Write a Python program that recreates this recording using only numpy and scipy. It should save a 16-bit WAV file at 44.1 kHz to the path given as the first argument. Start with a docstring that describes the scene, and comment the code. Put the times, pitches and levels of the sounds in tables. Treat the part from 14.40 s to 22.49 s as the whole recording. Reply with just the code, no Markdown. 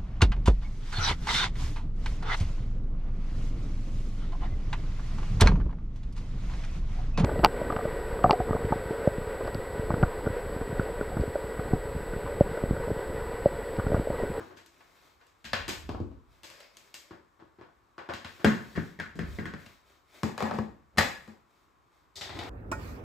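"""Dull taps and a rustle of hands open the scene: a plastic dust bin is handled in a bare, quiet room.
Filter and lid clack and click into place, the bin lands on a laminate floor, and the lid is scraped and shut.
The bin rocks, bumps and slides into the vacuum cleaner and latches; the ribbed hose is picked up and dragged.
Contacts are short forces that ring plastic modes over a damped thud; rubbing is a coloured stream of tiny slips.
Both are heard straight and through the echoes of the room, over still air."""
import sys
import numpy as np
from scipy import signal
from scipy.fft import rfft, irfft, next_fast_len
from scipy.io import wavfile

SR = 44100
rng = np.random.default_rng(int(sys.argv[2]) if len(sys.argv) > 2 else 0)


def put_to_file(sound):
    """Save the sound as 16-bit audio at rate SR, in the file named by the first command-line argument."""
    columns = np.atleast_2d(sound).T  # one column per channel
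    safe = np.clip(columns, -1, 1)
    whole_steps = np.round(safe * 32767)
    wavfile.write(sys.argv[1], SR, whole_steps.astype(np.int16))


N = 356945
TIME = np.arange(N) / SR   # seconds

# Wall modes of the bin. Each row: frequency in Hz, level in dB over the bare contact before ring_db, t60 in s.
BIN_WALL_MODES = [(564, 2, .08), (710, -2.5, .08), (908, 4, 0.074), (1106, 3.5, 0.049), (1506, 15, 0.053),
                  (1627, 15, 0.078), (1728, 13, 0.019), (1878, 5.5, 0.037), (2080, -1.5, 0.24),
                  (2437, 0, .06), (2758, 10.5, 0.17), (3240, 1, 0.011), (4020, 2.5, 0.035),
                  (4930, -3.5, 0.069), (6600, 7.5, 0.026)]
# Modes of the housing with the bin in it. Each row: frequency in Hz, level in dB as above, t60 in seconds.
HOUSING_MODES = [(548, 7, 0.036), (800, 7.4, 0.011), (1128, 3.2, 0.11), (1530, 6.2, 0.14),
                 (1700, 13, 0.058), (1862, 10, 0.039), (2498, 2.4, 0.044), (3460, 4.8, .03),
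                 (3984, 4, 0.024), (4865, 3.5, 0.075), (6830, 5.8, 0.027)]
# How the microphone pair leans. Each row: frequency in Hz, left minus right in dB.
STEREO_LEAN = [(80, -2), (130, -4.5), (200, -1.5), (350, 2), (700, 5.5), (1100, 2), (1500, 0), (2500, 3),
               (4500, 4), (8000, -1), (15000, 0)]


def from_db(db):
    """Gain for a level in dB."""
    return 10 ** (np.asarray(db) / 20)


def at_hz(points, hz):
    """Read a table of (Hz, value) on a log-frequency axis."""
    f, value = np.transpose(points)
    return np.interp(np.log(np.maximum(hz, 1)), np.log(f), value)


def pan(db):
    """Left and right gains of constant power; positive dB leans left."""
    g = from_db(np.array([[1], [-1]]) * db / 2)
    return g / np.sqrt(np.mean(g ** 2, axis=0))


def add(track, s, sound):
    """Mix a sound in at a time in seconds."""
    start = max(0, round(s * SR))
    track[..., start:start + sound.shape[-1]] += sound[..., :N - start]


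def at_level(x, db):
    """Give a short sound the energy of 50 ms at this level."""
    energy = np.sum(x ** 2, axis=-1, keepdims=True)
    return x * from_db(db) * np.sqrt(SR / 20 / energy)


def band_pass(edges, order):
    """Sections of a causal band-pass."""
    return signal.butter(order, edges, "band", fs=SR, output="sos")


def resonate(x, hz, t60):
    """One damped resonance with a gain of about 1 at its peak."""
    r = 1000 ** (-1 / (t60 * SR))   # decay per sample
    b = np.array([1, 0, -1]) * (1 - r * r) / 2
    a = [1, -2 * r * np.cos(2 * np.pi * hz / SR), r * r]
    return signal.lfilter(b, a, x + 1e-18)   # the tiny offset avoids slow denormal numbers


def coloured(x, colour):
    """Give noise a spectrum in dB per Hz; rms 1."""
    size = next_fast_len(N)
    gain = from_db(at_hz(colour, np.fft.rfftfreq(size, 1 / SR)))
    y = irfft(rfft(x, size) * gain, size)[..., :N]
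    return y / np.sqrt(np.mean(y ** 2))


def diffuse_spectrum(size):
    """Spectrum of white noise from all sides as the two microphones pick it up."""
    # Each row: frequency in Hz, left-right likeness (clipped to -1..1 after interpolation).
    stereo_likeness = [(80, 0.069), (300, .88), (480, 0.058), (700, 0.059), (1400, 0.17), (2300, .7),
                       (4800, 0.11), (7500, 0.88), (9300, -1.1), (10500, -2), (11500, 1), (15000, 0.8)]
    hz = np.fft.rfftfreq(size, 1 / SR)
    mid, side = rfft(rng.standard_normal((2, size)))
    alike = np.clip(at_hz(stereo_likeness, hz), -1, 1)
    pair = np.sqrt((1 + alike) / 2) * mid + np.sqrt((1 - alike) / 2) * side * [[1], [-1]]
    return pair * pan(at_hz(STEREO_LEAN, hz))


def diffuse_noise(size):
    """White noise from all sides as a stereo sound."""
    return irfft(diffuse_spectrum(size), size)


def near_path(x, bounce_db=-6, bounce_s=0.0039):
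    """Straight sound with the lean of the pair, and quick bounces off floor and wall."""
    size, lead = 2048, 24   # samples; the lead leaves space for the lean filter to start early
    lean = irfft(pan(at_hz(STEREO_LEAN, np.fft.rfftfreq(size, 1 / SR))), size)
    dying = np.exp(-np.arange(size) / SR / bounce_s) * np.sqrt(2 / (bounce_s * SR))
    bounces = diffuse_noise(size) * dying
    path = np.roll(lean, lead, axis=1) + from_db(bounce_db) * np.roll(bounces, 2 * lead, axis=1)
    path = path[:, :size // 2] / np.sqrt(1 + from_db(bounce_db) ** 2)
    return signal.oaconvolve(x[None], path, axes=1)[:, lead:len(x) + lead]


def room_fade(size=24000, gap_s=0.0066, build_s=0.00057):
    """Bare walls: how echoes build up and die in each range, and each range's share of the spectrum."""
    # Decay of the room. Each row: centre of the range in Hz, t60 in seconds.
    room_decay = [(100, 0.53), (300, 0.4249), (800, 0.4137), (1800, 0.4539), (4500, 0.4), (8000, 0.42),
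                  (14000, 0.46)]
    t, hz = TIME[:size], np.fft.rfftfreq(size, 1 / SR)
    centres, t60 = np.transpose(room_decay)
    build_up = 1 - np.exp(-np.maximum(t - gap_s, 0) / build_s)
    fade = 1000 ** (-t / t60[:, None]) * build_up
    shares = np.array([at_hz(list(zip(centres, own)), hz) for own in np.eye(len(centres))])
    return fade / np.sqrt(np.sum(fade ** 2, axis=1, keepdims=True)), shares


def echoes(magnitude, fade, shares):
    """Dense stereo echoes of a sound with this spectrum; every call draws a pattern of its own."""
    size = fade.shape[1]
    noise = (diffuse_spectrum(size) * magnitude).astype(np.complex64)
    ranges = zip(shares.astype(np.float32), fade.astype(np.float32))
    return sum(irfft(noise * share, size) * dying for share, dying in ranges)


def chatter(chatter_s, size, touches_per_s=7000, first_touch=0.44, bite_s=0.00033):
    """Force of one contact: a first touch, then loose edges buzzing to rest."""
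    t = TIME[:size]
    pressure = np.exp(-t / chatter_s) * (1 - np.exp(-t / bite_s))
    touches = rng.random(size) < touches_per_s / SR
    force = rng.standard_normal(size) * touches * pressure
    force[0] = first_touch
    return force


def swing(hz, swell_s, size):
    """A heavy, well damped body swings up and settles within a few cycles."""
    t = TIME[:size]
    return t * np.exp(-t / swell_s) * np.sin(2 * np.pi * hz * t)


def contacts(table, modes, registers_db, chatter_s, thud_hz, swell_s, floor_db, room_db, soft_hz, ring_db,
             lean_db, floor_hz=86, floor_swell_s=0.0068, low_room_db=-0.5, bump_db=-3, size=20480):
    """Stereo contacts: each rings the walls, thuds the hollow body and shakes the floor."""
    # Where knock, clack, snap and tick lie. Each row: low edge in Hz, high edge in Hz.
    register_edges = [(400, 1200), (1200, 2300), (2300, 5200), (5200, 15500)]
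    # Low standing waves. Each row: frequency in Hz, level in dB over thud and boom, t60 in seconds,
    # left minus right in dB before lean_db.
    standing_waves = [(92, 5, 0.34, 1), (118, 6.5, 0.15, -2.5), (165.2, 5.5, 0.24, 11.5),
                      (216.6, 0.5, 0.2, 9), (334, 3.5, .35, 9)]
    direct, lows, tails = np.zeros(N), np.zeros(N), np.zeros((2, N))
    fade, shares = room_fade(size)
    give = np.exp(-2 * np.pi * soft_hz / SR)   # plastic yields, which rounds off the force
    short = size // 4
    octaves = np.log2(register_edges).mean(axis=1)
    registers = [band_pass(edges, order=4) for edges in register_edges]
    blow = band_pass([115, 430], order=3)
    for s, clatter_db, brightness_db, thud_db, direct_db in table:
        # the direct sound carries the chatter, the room only the colour of a plain knock
        pushes = [chatter(chatter_s, short), signal.unit_impulse(short) + 1e-18]
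        force = signal.lfilter([1], [1, -give], pushes)
        ringing = sum(from_db(db + ring_db) * resonate(force, hz, t60) for hz, db, t60 in modes)
        walls = force + ringing
        # the parts that meet set the weight of each register; brightness tilts it around the clack
        weights_db = clatter_db + np.array(registers_db) + brightness_db * (octaves - octaves[1])
        layers = [at_level(signal.sosfilt(sos, walls), db) for sos, db in zip(registers, weights_db)]
        clatter, knock = sum(layers)
        thud = at_level(swing(thud_hz, swell_s, short), thud_db)
        boom = at_level(swing(floor_hz, floor_swell_s, short), thud_db + floor_db)
        # the blow itself is broader than the swing
        bump = at_level(signal.sosfilt(blow, force[1]), thud_db + bump_db)
        room_parts = (knock, bump, from_db(low_room_db) * (thud + boom))
        power = sum(np.abs(rfft(part, size)) ** 2 for part in room_parts)
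        room_share = 1 / np.sqrt(1 + from_db(direct_db) ** 2)
        add(direct, s, (clatter + thud + boom + bump) * room_share * from_db(direct_db))
        add(tails, s, echoes(np.sqrt(power), fade, shares) * room_share * from_db(room_db))
        add(lows, s, thud + boom)
    first_s, last_s = table[0][0], table[-1][0]
    sounding = slice(max(0, round(first_s * SR)), round(last_s * SR) + SR)
    standing = sum(pan(pan_db) * from_db(db) * resonate(lows[sounding], hz, t60)
                   for hz, db, t60, pan_db in standing_waves)
    add(tails, first_s, near_path(direct[sounding]) + standing)
    return tails * pan(lean_db)


def strokes(rows, rise_db_per_s, fall_db_per_s, rest_db=-120):
    """Gain of a rubbing movement: each stroke swells, holds and dies away to the level at rest."""
    t = TIME[::32]   # a coarse grid is enough for a slow gain
    levels = [rest_db + 0 * t]
    for s, hold_s, db in rows:
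        rise = rise_db_per_s * np.maximum(s - t, 0)
        fall = fall_db_per_s * np.maximum(t - s - hold_s, 0)
        levels.append(db - rise - fall)
    return np.interp(TIME, t, from_db(np.max(levels, axis=0)))


def friction(gain, colour, slips_per_s, uneven_db):
    """Rubbing is a stream of tiny slips of uneven size."""
    happens = rng.random(N) < slips_per_s / SR
    direction = rng.choice([-1, 1], N)
    strength = from_db(uneven_db * np.clip(rng.standard_normal(N), -2, 2))
    return coloured(happens * direction * strength, colour) * gain


def still_air():
    """The quiet room: steady diffuse noise with a fixed spectrum."""
    # Each row: frequency in Hz, level in dB per Hz (relative).
    air_colour = [(25, 4), (77, 6.5), (200, -2), (330, 3), (620, -4), (1100, 5.5), (2000, -9.5),
                  (4000, -23), (8000, -25.5), (15000, -29)]
    return from_db(-68) * coloured(diffuse_noise(next_fast_len(N)), air_colour)


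def rustle():
    """Hands and clothes: dense slips swell with each movement over a faint rest level."""
    # Each row: start in seconds, hold in seconds, level in dB before the mix.
    movements = [(0.0, 0.013, -58), (0.34, 0.3, -65.5), (0.55, 0.12, -63.5), (0.78, 0.41, -73),
                 (1.93, 0.0092, -65.5), (2.15, 0.051, -61.5), (2.35, 0.13, -64.5), (3.87, 0.59, -58.5),
                 (4.88, 0.076, -55), (5.2, 0.086, -59.5), (5.49, 0.0067, -62.5), (5.75, 0.0067, -54.5),
                 (6.83, 0.016, -65), (7.1, 0.12, -72), (7.53, 0.047, -71.5), (7.95, 0.14, -59)]
    # Each row: frequency in Hz, level in dB per Hz (relative).
    rustle_colour = [(60, -7.5), (300, 1), (800, 0), (1800, -1.5), (4500, -7), (8500, -17.5), (13000, -16),
                     (15500, -11)]
    gain = strokes(movements, rise_db_per_s=202.5, fall_db_per_s=111.5, rest_db=-79)
    return friction(gain, rustle_colour, slips_per_s=3600, uneven_db=4.0)


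def dull_taps():
    """Fingers and loose parts tap the bin, with little treble and a short thud."""
    # Each row: start in seconds, clatter in dB before registers_db, brightness in dB per octave,
    # thud in dB, direct over room in dB before room_db.
    tap_rows = [(0.003, -47.5, -3, -50.5, -5), (0.1, -55, -2, -58, -18), (0.164, -51.5, 6, -64, -16),
                (0.405, -57.5, 1.5, -76, -1), (0.804, -59, 2, -97, -15), (2.708, -50.5, -0.5, -53, -5.5),
                (2.992, -57.5, -1.5, -67, -13), (3.022, -71, -7, -60.5, -3),
                (3.185, -59.5, -1.5, -60, -6.5), (3.211, -52.5, -1.5, -59, -2.5),
                (3.58, -42, -1, -58, -5.5), (3.688, -36, -1, -47, -8.5), (3.995, -49.5, 1, -60.5, -9)]
    return contacts(tap_rows, BIN_WALL_MODES, registers_db=[-4.5, -8.4, -15.4, -30.5], ring_db=-4,
                    chatter_s=0.0046, thud_hz=341, swell_s=0.0031, bump_db=-3.5, floor_db=-9.5,
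                    room_db=1, low_room_db=-1.5, soft_hz=1800, lean_db=1)


def tab_clicks():
    """The lid's tabs click thinly, the snap register strong against the clack."""
    # Each row: start in seconds, clatter in dB before registers_db, brightness in dB per octave,
    # thud in dB, direct over room in dB before room_db.
    click_rows = [(0.261, -68.5, 6.5, -72, 1), (0.867, -76, 6, -85.5, 0), (1.28, -36, 2.3, -43.5, -9),
                  (2.033, -51, 3.5, -66, -8), (2.1, -55.5, 3, -71, -2), (2.203, -57.5, 2, -89, 2),
                  (2.369, -60.5, 6, -81, 2.5), (2.541, -51.5, 5.5, -69, -2)]
    return contacts(click_rows, BIN_WALL_MODES, registers_db=[-4.5, -8.5, -6, -15.0], ring_db=-6.5,
                    chatter_s=0.003, thud_hz=332, swell_s=0.0035, floor_db=-12.5,
                    room_db=1.5, soft_hz=1800, lean_db=0.5)


def rim_clacks():
    """Filter and lid clack hard on the rim and ring the bin walls."""
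    # Each row: start in seconds, clatter in dB before registers_db, brightness in dB per octave,
    # thud in dB, direct over room in dB before room_db.
    clack_rows = [(1.043, -46, 3.5, -58.5, -10.5), (1.132, -29, -0.5, -48.5, 0),
                  (3.736, -45.5, 3.5, -57, -1), (3.846, -44.5, 0, -56, -1.5), (5.262, -58.5, 3, -64.5, 6)]
    return contacts(clack_rows, BIN_WALL_MODES, registers_db=[-6.0, -5.0, -5.0, -21.5], ring_db=-1.5,
                    chatter_s=0.0031, thud_hz=240, swell_s=0.004, floor_db=-1.0,
                    room_db=1, soft_hz=1800, lean_db=1)


def weight_shifts():
    """Weight shifts on the floor boards: sparse, uneven slips with a deep spectrum."""
    # Each row: start in seconds, hold in seconds, level in dB before the mix.
    shift_rows = [(1.12, 0.52, -49.5), (4.1, 0.41, -66), (4.79, 0.036, -44), (6.13, 0.04, -55),
                  (6.59, 0.02, -57.5)]
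    # Each row: frequency in Hz, level in dB per Hz (relative).
    board_colour = [(10, -26), (25, -12), (42, -9.5), (62, -4), (90, -9.5), (200, -23), (1000, -65),
                    (8000, -91)]
    gain = strokes(shift_rows, rise_db_per_s=191, fall_db_per_s=60, rest_db=-79.5)
    return friction(gain, board_colour, slips_per_s=290, uneven_db=7.5)


def base_landings():
    """The open bin lands softly on the floor, its walls ringing little."""
    # Each row: start in seconds, clatter in dB before registers_db, brightness in dB per octave,
    # thud in dB, direct over room in dB before room_db.
    landing_rows = [(1.491, -36.5, 0.5, -40, -2.5), (1.546, -48.5, -7.5, -46, -4), (1.602, -57, 4, -38, -3),
                    (1.715, -60, -1, -56.5, -6)]
    return contacts(landing_rows, BIN_WALL_MODES, registers_db=[-4.5, -19.5, -16.5, -30.5], ring_db=-13,
                    chatter_s=0.0021, thud_hz=290, swell_s=0.0016, floor_db=-2,
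                    room_db=-1, soft_hz=1800, lean_db=1.0)


def lid_scrape():
    """The lid's edge sticks and slips on the rim while it is lined up."""
    # Each row: start in seconds, hold in seconds, level in dB before the mix.
    scrape_rows = [(2.05, 0.19, -60.5), (2.56, 0.14, -68)]
    # Each row: frequency in Hz, level in dB per Hz (relative).
    scrape_colour = [(300, -20.5), (570, 11), (900, -13), (1900, 4.5), (3200, -6.5), (4200, -7), (5100, 1),
                     (6200, -19), (15000, -34.5)]
    gain = strokes(scrape_rows, rise_db_per_s=600, fall_db_per_s=198)
    return friction(gain, scrape_colour, slips_per_s=1400, uneven_db=6.5)


def lid_shut():
    """The lid is pressed shut with one heavy clunk."""
    # Each row: start in seconds, clatter in dB before registers_db, brightness in dB per octave,
    # thud in dB, direct over room in dB before room_db.
    shut_rows = [(4.045, -22.5, 0, -23, 3)]
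    return contacts(shut_rows, BIN_WALL_MODES, registers_db=[-7.5, -5.5, -14.0, -24.0], ring_db=0.5,
                    chatter_s=0.0049, thud_hz=215, swell_s=0.0057, bump_db=-1, floor_db=-15,
                    room_db=3.5, low_room_db=-1.5, soft_hz=1800, lean_db=1.0)


def base_rocks():
    """The closed bin rocks on its base with a deeper thud and a rattle of the lid."""
    # Each row: start in seconds, clatter in dB before registers_db, brightness in dB per octave,
    # thud in dB, direct over room in dB before room_db.
    rock_rows = [(4.352, -36, 1, -45.5, -13.5), (4.376, -40, -4.5, -31.5, 4.5), (4.589, -41, 0, -47, -4),
                 (4.599, -32.5, 1, -48.5, 1), (4.755, -55.5, 8, -46.5, -6), (4.79, -35, 1, -36, 0.5),
                 (4.986, -38.5, -0.5, -37, -2), (5.055, -36.5, 1, -43, -1.5),
                 (5.137, -41.5, 0.5, -43.5, 1.5)]
    return contacts(rock_rows, BIN_WALL_MODES, registers_db=[-15.0, -7, -20.0, -32.5], ring_db=-4,
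                    chatter_s=0.0042, thud_hz=189, swell_s=0.0029, bump_db=-2.5, floor_db=-8.5,
                    room_db=1.5, low_room_db=-3.5, soft_hz=1800, lean_db=1.0)


def seat_bumps():
    """The bin bumps into its seat and rings the housing over a long-swelling thud."""
    # Each row: start in seconds, clatter in dB before registers_db, brightness in dB per octave,
    # thud in dB, direct over room in dB before room_db.
    bump_rows = [(5.832, -31.5, 2.15, -31.5, -1), (5.978, -35, 2, -52, -3), (6.004, -32, -1, -52.5, -3.5),
                 (6.024, -34, 1, -37, -1), (6.047, -36.5, -1.5, -50, -20), (6.11, -36, -2.5, -46, 0),
                 (6.137, -41, 1.5, -38.5, -11), (6.186, -38.5, -2, -32.5, 3), (6.877, -52.5, 2, -53, -5.5)]
    return contacts(bump_rows, HOUSING_MODES, registers_db=[-1.4, -10.5, -17.0, -24.5], ring_db=-4.5,
                    chatter_s=0.0023, thud_hz=217.1, swell_s=0.011, bump_db=-1, floor_db=-12.5,
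                    room_db=-0.7, low_room_db=-4, soft_hz=2500, lean_db=1.5)


def bin_slide():
    """The bin slides down into its seat, then the last bit to the latch, in sparse slips."""
    # Each row: start in seconds, hold in seconds, level in dB before the mix.
    slide_rows = [(6.0, 0.17, -45.5), (6.57, 0.0087, -41.5)]
    # Each row: frequency in Hz, level in dB per Hz (relative).
    slide_colour = [(50, -27), (100, -8.5), (220, 14.5), (330, 3), (800, -1.5), (1400, -9), (3000, -23.5),
                    (7000, -36), (15000, -43)]
    gain = strokes(slide_rows, rise_db_per_s=748, fall_db_per_s=705)
    return friction(gain, slide_colour, slips_per_s=320, uneven_db=6.0)


def latch_snap():
    """The latch trips, snaps home and rebounds, with long chatter and a short thud."""
    # Each row: start in seconds, clatter in dB before registers_db, brightness in dB per octave,
    # thud in dB, direct over room in dB before room_db.
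    latch_rows = [(6.573, -32, 0.5, -44, -11), (6.582, -24.5, -0.5, -31.5, 4), (6.607, -31, -2.5, -59, 0)]
    return contacts(latch_rows, HOUSING_MODES, registers_db=[-5, -1.4, -5.5, -12], ring_db=-0.5,
                    chatter_s=0.008, thud_hz=218, swell_s=0.0017, floor_db=-6.5,
                    room_db=0.9, soft_hz=2500, lean_db=1.0)


def hose_knocks():
    """Hose and wand knock as they are picked up, ringing very briefly."""
    # Each row: start in seconds, clatter in dB before registers_db, brightness in dB per octave,
    # thud in dB, direct over room in dB before room_db.
    knock_rows = [(7.756, -54.5, 7, -69.5, -10), (7.81, -40, 1, -62, -6), (7.893, -43, -5, -57.5, -6),
                  (7.944, -50.5, -1, -50, -14), (7.989, -41, -2, -53.5, 0)]
    # Each row: frequency in Hz, level in dB over the bare contact before ring_db, t60 in seconds.
    hose_modes = [(795, 11, 0.022), (1990, 1.7, 0.021), (3660, 19, 0.0041), (4400, 7.1, 0.0068)]
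    return contacts(knock_rows, hose_modes, registers_db=[-11, -7.5, -4, -11.5], ring_db=6,
                    chatter_s=0.0051, thud_hz=305, swell_s=0.0026, floor_db=2,
                    room_db=1.0, soft_hz=2500, lean_db=1.0)


def hose_drag():
    """Pulls on the ribbed hose: sparse slips that rise fast and die more slowly."""
    # Each row: start in seconds, hold in seconds, level in dB before the mix.
    pull_rows = [(7.785, 0.21, -49.5), (7.97, 0.066, -41)]
    # Each row: frequency in Hz, level in dB per Hz (relative).
    drag_colour = [(30, -11.5), (90, 2.5), (250, -1), (800, 1.5), (1400, -7.5), (3000, -13.5), (7000, -34),
                   (15000, -37.5)]
    gain = strokes(pull_rows, rise_db_per_s=800, fall_db_per_s=148)
    return friction(gain, drag_colour, slips_per_s=500, uneven_db=5.5)


def scene():
    """Contacts and rubbing, heard straight and through the room, over still air."""
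    handling = dull_taps() + tab_clicks() + rim_clacks() + base_landings() + lid_shut() + base_rocks()
    docking = seat_bumps() + latch_snap() + hose_knocks()
    rub = rustle() + weight_shifts() + lid_scrape() + bin_slide() + hose_drag()
    rub_echoes = signal.oaconvolve(rub[None], echoes(0.8, *room_fade()), axes=1)[:, :N]
    rubbing = near_path(from_db(-2.0) * rub) + from_db(1.5) * rub_echoes
    return handling + docking + rubbing + still_air()


def record(dry, port_hz=7900, port_t60=0.0015, port_db=-5, dull_hz=13000, low_cut_hz=42, cutoff_hz=15500):
    """The microphone loses deep bass, its ports resonate faintly, and the top dulls and is cut steeply."""
    heard = dry + from_db(port_db) * resonate(dry, port_hz, port_t60)
    heard = signal.sosfilt(signal.butter(2, low_cut_hz, "high", fs=SR, output="sos"), heard)
    heard = signal.sosfilt(signal.butter(2, dull_hz, fs=SR, output="sos"), heard)
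    # 0.2 dB of ripple below the cutoff, 80 dB of rejection above it
    return signal.sosfilt(signal.ellip(10, .2, 80, cutoff_hz, fs=SR, output="sos"), heard)


dry = scene()
out = record(dry)
put_to_file(out)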